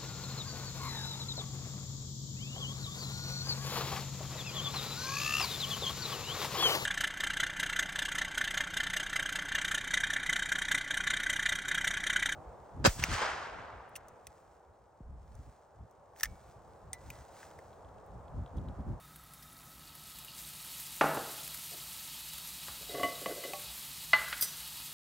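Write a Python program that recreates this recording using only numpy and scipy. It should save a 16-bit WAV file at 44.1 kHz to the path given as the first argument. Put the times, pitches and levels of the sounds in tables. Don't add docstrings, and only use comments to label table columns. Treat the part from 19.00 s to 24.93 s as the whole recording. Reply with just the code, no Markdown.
import sys
import numpy as np
from scipy import signal
from scipy.fft import rfft, irfft
from scipy.io import wavfile

SR = 44100
rng = np.random.default_rng(int(sys.argv[2]) if len(sys.argv) > 2 else 0)


def put_to_file(sound):
    columns = np.atleast_2d(sound).T
    safe = np.clip(columns, -1, 1)
    whole_steps = np.round(safe * 32767)
    wavfile.write(sys.argv[1], SR, whole_steps.astype(np.int16))


N = 261513

# (frequency [Hz], level [dB])
FLAME_SPECTRUM = [(25, -14.5), (55, 2), (95, -4), (155, 1.5), (230, -5), (450, -15.5), (700, -9),
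                  (900, -12), (1080, -10), (1400, -12.5), (1700, -15), (2400, -18.5), (6000, -20),
                  (15000, -17.5)]
# (frequency [Hz], bandwidth [Hz], level [dB])
JET_BANDS = [(1288, 31, -65.5), (1930, 78, -75), (3708, 50, -72), (4270, 190, -77)]
# (frequency [Hz], level [dB])
HUM_PARTIALS = [(59.2, -70.5), (150.7, -69)]

# (time [s], level [dB])
SIZZLE_ENVELOPE = [(0, -73), (0.45, -63), (0.85, -58.5), (1.24, -52.5), (1.31, -57), (1.39, -47),
                   (1.47, -49.5), (1.8, -46.5), (2.6, -46.5), (3.45, -47.5), (5.93, -46.5)]
# (frequency [Hz], level [dB])
SIZZLE_SPECTRUM = [(500, -37), (1000, -13.5), (2000, -1.5), (3000, -2), (4500, -3), (6000, -1.5),
                   (7300, 0.5), (9000, 2), (10200, -0.5), (11800, 2.5), (13700, 1), (15600, 1.5)]
SPIT_SPECTRUM = [(500, -15), (2000, 0.5), (6000, -4.5), (12000, 7.5), (15600, 0.5)]
# (time [s], level [dB])
LOUD_SPITS = [(.1590, -41.5), (0.3357, -41), (0.425, -43), (0.9522, -40), (1.1868, -37), (1.2475, -37.5),
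              (2.5453, -36), (3.3343, -35)]
# (frequency [Hz], bandwidth [Hz], level [dB])
PAN_RESONANCES = [(895, 39, 2), (1295, 116, -4.5), (2510, 70, -2.5), (2890, 220, -1.5), (3320, 210, 0),
                  (3876, 230, 2), (4430, 180, 2.5), (5040, 430, -3)]
# (time [s], frequency [Hz], level [dB])
BUBBLE_POPS = [(1.283, 2830, -43), (3.143, 3200, -41), (3.895, 3830, -37.5), (4.154, 3850, -38.5)]

# (time [s], level [dB], decay time factor [1], spectral tilt [dB/octave])
CUPBOARD_BLOWS = [(2.0105, -14, 0.72, 1), (2.042, -24.5, 0.78, -2.5), (2.150, -33.5, 0.72, -2.5),
                  (2.172, -30.5, 0.44, -2), (3.683, -41, 0.36, 4)]
SLIDING_DISH_BLOWS = [(3.950, -39, 0.97, -0.5), (3.997, -34, 0.58, -2.5), (4.0325, -25, 0.95, 1),
                      (4.2595, -27, 0.19, 0.5), (4.438, -42.5, 0.64, 6)]
JAR_BLOWS = [(4.5345, -36, 0.79, 5)]
SECOND_DISH_BLOWS = [(5.1322, -13, 1, -0.5), (5.176, -38, 0.55, 5), (5.327, -23, 0.069, 1)]
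CUTLERY_BLOWS = [(5.4103, -42.5, 0.86, 3.5), (5.4232, -26, 0.89, -1)]
# (frequency [Hz], level [dB], T60 at a decay time factor of 1 [s])
CUPBOARD_MODES = [(151.5, -25, 0.73), (285, -27, 0.385), (480.5, -17.5, 0.27), (526, -26, 1),
                  (603, -33, 0.16), (659, -22.5, 0.67), (789, -18.5, 0.29), (815, -21, 0.44),
                  (844, -16, 0.51), (1060, -26, 0.32), (1300, -26, .18), (1430, -19, 0.27),
                  (1640, -27, 0.28), (2726, -17, 0.086)]
SLIDING_DISH_MODES = [(280.5, -7, 0.15), (702, -7, 0.37), (1124, -3, 0.22), (2022, -5, 0.2),
                      (2960, -12, 0.13)]
STRUCK_JAR_MODES = [(590, -0.5, 0.24), (783, 0.5, 0.11), (1121, -7.5, 0.22), (2580, -6, 0.022)]
SECOND_DISH_MODES = [(647, -19.5, 0.12), (860, -25, 0.43), (1040, -23, 0.52), (1176, -22, 0.28),
                     (1940, -5.5, 0.055), (2020, 0, 0.13), (2880, -16.5, 0.088), (4310, -20.5, 0.15)]
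CUTLERY_MODES = [(4840, -3.5, 0.074), (4990, -3, 0.1), (5933, -6, 0.55), (8530, -6, 0.2),
                 (10130, -4.5, 0.2), (11556, -5.5, 0.12), (12670, 2, 0.16), (13095, -5, 0.17),
                 (15358, 0, 0.12)]
# (frequency [Hz], level [dB])
THUD_SPECTRUM = [(50, -16), (100, -19), (150, -5), (300, 0), (500, 4.5), (850, 4.5), (1450, 2.5),
                 (2000, -5.5), (2900, -12.5), (4000, -23.5), (6500, -29.5), (14000, -43)]
THUMP_SPECTRUM = [(25, -22), (55, 18), (100, 7), (160, 3), (300, -35), (1000, -54)]
FRICTION_SPECTRUM = [(100, -15.5), (200, -6.5), (300, 5), (560, 9.5), (740, 3), (950, -32), (1500, -8),
                     (2600, -31), (5000, -32)]
BUMP_SPECTRUM = [(120, -8), (300, 1), (650, 6.5), (1200, -22.5), (2000, -11.5), (2800, -12), (3600, -19),
                 (8000, -30)]
CLACK_SPECTRUM = [(120, -19), (380, -16), (680, -7.5), (1000, -7.5), (1400, 3.5), (2000, -0.5), (2800, -5),
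                  (4400, -11.5), (6000, -26), (14000, -40)]
CLINK_SPECTRUM = [(300, -12), (2000, -13.5), (4800, 0.5), (9000, -3), (15000, -7.5)]
# (time [s], level [dB])
FLOOR_THUMPS = [(2.03, -53), (3.689, -49.5), (4.637, -50.5)]
# (time [s], duration [s], level [dB])
DISH_SHOVES = [(2.703, 0.058, -50), (3.795, 0.027, -49.5), (3.878, 0.059, -43), (3.932, 0.056, -35.5),
               (3.998, 0.067, -41.5), (4.08, 0.05, -48.5), (4.208, 0.028, -39), (4.254, .07, -37),
               (4.363, 0.022, -40.5), (4.429, 0.032, -39), (4.475, 0.033, -45.5)]

# (frequency [Hz], T60 [s])
ROOM_T60 = [(150, 0.69), (700, 0.78), (1800, 0.8), (5000, 0.44), (14000, 0.2)]


def from_db(db):
    return 10 ** (np.asarray(db) / 20)


def unit_rms(x):
    return x / np.sqrt(np.mean(x ** 2) + 1e-20)


def envelope(points):
    return np.interp(np.arange(N) / SR, *np.transpose(points))


def at_hz(points, hz):
    known_hz, values = np.transpose(points)
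    return np.interp(np.log(hz + 1e-9), np.log(known_hz), values)


def coloured(x, spectrum):
    size = 2 ** 12
    magnitude = from_db(at_hz(spectrum, np.fft.rfftfreq(size, 1 / SR)))
    cepstrum = irfft(np.log(magnitude))
    response = irfft(np.exp(rfft(2 * cepstrum[:size // 2], size)))
    return unit_rms(signal.fftconvolve(x, response)[:len(x)])


def drift(per_s):
    knots = rng.standard_normal(4096)
    return np.interp(np.arange(N) / SR * per_s, np.arange(len(knots)), knots)


def decay(t, t60):
    return np.exp(-np.log(1000) * t / max(t60, 1e-4))


def resonance(x, hz, width_hz):
    radius = np.exp(-np.pi * width_hz / SR)
    feedforward = np.array([1, 0, -1]) * (1 - radius ** 2) / 2
    feedback = [1, -2 * radius * np.cos(2 * np.pi * hz / SR), radius ** 2]
    return signal.lfilter(feedforward, feedback, x + 1e-18)


def add(track, s, sound):
    start = round(s * SR)
    track[start:start + len(sound)] += sound[:N - start]


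def clicks(per_s, spread_db):
    sizes = from_db(spread_db * np.minimum(rng.exponential(1, N), 4)) * rng.choice([-1, 1], N)
    chance = np.clip(per_s / SR, 1e-4, 1)
    return unit_rms(sizes * (rng.random(N) < chance) / np.sqrt(chance))


def bubbles(per_s, spread_db, low_hz, high_hz, width_hz, sizes=16):
    bursts = clicks(per_s, spread_db)
    size = rng.integers(0, sizes, N)
    pitches = np.linspace(low_hz, high_hz, sizes)
    return unit_rms(sum(resonance(bursts * (size == k), hz, width_hz) for k, hz in enumerate(pitches)))


def knock(spectrum, t60):
    fade = decay(np.arange(SR // 2) / SR, t60)
    burst_bins = rfft(rng.standard_normal(len(fade)) * fade, 2 * len(fade))
    white_burst = irfft(burst_bins / np.abs(burst_bins))[:len(fade)]
    return coloured(white_burst, spectrum) * np.sqrt(np.mean(fade ** 2))


def struck(blows, modes, spectrum, knock_db, knock_t60, shudder_db, shudder_t60, free_s=0.1, damp_db=0):
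    out, t = np.zeros(N), np.arange(SR // 2) / SR
    mode_hz, mode_db, mode_t60 = np.transpose(modes)
    damping = from_db(damp_db * np.clip((t - free_s) / 0.0088, 0, 1))
    for s, db, decay_factor, tilt in blows:
        tilted = [(hz, level + tilt * np.log2(hz / 1000)) for hz, level in spectrum]
        gains = from_db(mode_db + tilt * np.log2(mode_hz / 1000) + 0.39 * rng.standard_normal(len(modes)))
        ring = sum((-1) ** k * gains[k] * np.sin(2 * np.pi * hz * t) * decay(t, t60 * decay_factor)
                   for k, (hz, t60) in enumerate(zip(mode_hz, mode_t60)))
        contact = from_db(knock_db) * knock(tilted, knock_t60)
        shudder = from_db(shudder_db) * knock(tilted, shudder_t60 * decay_factor)
        add(out, s, from_db(db) * (ring * damping + contact + shudder))
    return out


def burner():
    t = np.arange(N) / SR
    hold_s, drop_db, drop_s, fade_db_per_s = 0.66, 2, 0.1, 3
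    flame = from_db(-57 + 0.4 * drift(21)) * coloured(rng.standard_normal(N), FLAME_SPECTRUM)
    jet = sum(from_db(db) * unit_rms(resonance(rng.standard_normal(N), hz, width))
              for hz, width, db in JET_BANDS)
    hum = sum(np.sqrt(2) * from_db(db + 3 * drift(6)) * np.sin(2 * np.pi * hz * t + 0.75 * drift(19))
              for hz, db in HUM_PARTIALS)
    receding_s = np.maximum(t - hold_s, 0)
    jet_db = 0.5 - drop_db * np.minimum(receding_s / drop_s, 1) - fade_db_per_s * receding_s
    return flame + from_db(jet_db) * jet + hum


def butter():
    melt_s, foam_growth_s, foam_db = 0.58, 0.83, -52.5
    spreading_s = np.maximum(np.arange(N) / SR - melt_s, 0)
    per_s = 740 + 5800 * spreading_s
    fine = bubbles(per_s, spread_db=1.5, low_hz=885, high_hz=14760, width_hz=2500)
    crackle = bubbles(140, spread_db=7, low_hz=4400, high_hz=14900, width_hz=190)
    uncovered = np.sqrt(per_s.min() / per_s)
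    sizzle = coloured(fine + from_db(-5.5) * uncovered * crackle, SIZZLE_SPECTRUM)
    large = bubbles(0.3 * per_s, spread_db=0.5, low_hz=684, high_hz=5620, width_hz=920)
    foam = unit_rms(sum((-1) ** k * from_db(db) * resonance(large, hz, width)
                        for k, (hz, width, db) in enumerate(PAN_RESONANCES)))
    sizzle_gain = from_db(envelope(SIZZLE_ENVELOPE) + 1.24 * drift(45))
    foam_gain = (1 - np.exp(-spreading_s / foam_growth_s)) * from_db(foam_db + 1.3 * drift(35))
    return sizzle_gain * sizzle + foam_gain * foam


def spit():
    crack = knock(SPIT_SPECTRUM, t60=0.0044)
    spray = knock(SPIT_SPECTRUM, t60=0.046)
    return crack / np.abs(crack).max() + from_db(-6) * spray


def spitting_fat():
    out, t = np.zeros(N), np.arange(SR // 10) / SR
    spits_per_s, over_sizzle_db, spread_db = 7, 9, 2.5
    onsets = rng.random(N) < spits_per_s / SR
    sizes = from_db(envelope(SIZZLE_ENVELOPE) + over_sizzle_db + spread_db * rng.standard_normal(N))
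    add(out, 0, signal.fftconvolve(onsets * sizes, spit()))
    for s, db in LOUD_SPITS:
        add(out, s, from_db(db) * spit())
    for s, hz, db in BUBBLE_POPS:
        add(out, s, from_db(db) * np.sin(2 * np.pi * hz * t) * decay(t, t60=0.033))
    return out


def cupboard():
    return struck(CUPBOARD_BLOWS, CUPBOARD_MODES, THUD_SPECTRUM,
                  knock_db=1, knock_t60=0.029, shudder_db=-15, shudder_t60=0.26)


def floor_thumps():
    out = np.zeros(N)
    for s, db in FLOOR_THUMPS:
        add(out, s, from_db(db) * knock(THUMP_SPECTRUM, t60=0.15))
    return out


def sliding_dish():
    t = np.arange(N) / SR
    grip_s, skid_t60 = 0.02, 0.13
    force = sum(from_db(db) * np.clip((t - s) / grip_s, 0, 1)
                * decay(np.maximum(t - s - duration, 0), skid_t60) for s, duration, db in DISH_SHOVES)
    uneven_grip = from_db(2 * drift(70))
    friction = force * uneven_grip * coloured(clicks(1200, spread_db=-1), FRICTION_SPECTRUM)
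    singing = sum(from_db(db + 12.7 * np.log2(hz / 1000))
                  * resonance(friction, hz, width_hz=np.log(1000) / np.pi / t60)
                  for hz, db, t60 in SLIDING_DISH_MODES)
    bumps = struck(SLIDING_DISH_BLOWS, SLIDING_DISH_MODES, BUMP_SPECTRUM, knock_db=-4, knock_t60=0.062,
                   shudder_db=-10.5, shudder_t60=0.15, free_s=0.032, damp_db=-10)
    return from_db(-6) * friction + from_db(15) * singing + bumps


def jar():
    return struck(JAR_BLOWS, STRUCK_JAR_MODES, BUMP_SPECTRUM,
                  knock_db=2, knock_t60=0.019, shudder_db=-23.5, shudder_t60=0.083)


def second_dish():
    return struck(SECOND_DISH_BLOWS, SECOND_DISH_MODES, CLACK_SPECTRUM, knock_db=-7, knock_t60=0.057,
                  shudder_db=-23.5, shudder_t60=0.76, free_s=0.031, damp_db=-9)


def cutlery():
    return struck(CUTLERY_BLOWS, CUTLERY_MODES, CLINK_SPECTRUM, knock_db=-6.5, knock_t60=0.05,
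                  shudder_db=-9, shudder_t60=0.13, free_s=0.023, damp_db=-6)


def kitchen(x):
    t, tail = np.arange(SR) / SR, 0
    edges_hz = np.geomspace(60, 17000, 9)
    for low, high in zip(edges_hz, edges_hz[1:]):
        band_pass = signal.butter(2, [low, high], "band", fs=SR, output="sos")
        band = signal.sosfilt(band_pass, rng.standard_normal(SR))
        tail = tail + band * decay(t, at_hz(ROOM_T60, np.sqrt(low * high)))
    tail = tail * (1 - decay(t, 0.021))
    return signal.fftconvolve(x, unit_rms(tail) / np.sqrt(SR))[:N]


def scene():
    pan = butter() + spitting_fat()
    slide = sliding_dish() + jar()
    thuds, clack, clink = cupboard(), second_dish(), cutlery()
    reverberation = kitchen(from_db(-12) * pan + from_db(-8) * thuds + from_db(-14) * slide
                            + from_db(-16.5) * clack + from_db(-11) * clink)
    return np.tile(pan + thuds + slide + clack + clink + reverberation + floor_thumps() + burner(), (2, 1))


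def record(dry):
    low_cut = signal.butter(2, 28, "high", fs=SR, output="sos")
    top_cut = signal.ellip(12, 0.1, 80, 15750, fs=SR, output="sos")
    return signal.sosfilt(np.vstack([low_cut, top_cut]), dry)


dry = scene()
out = record(dry)
put_to_file(out)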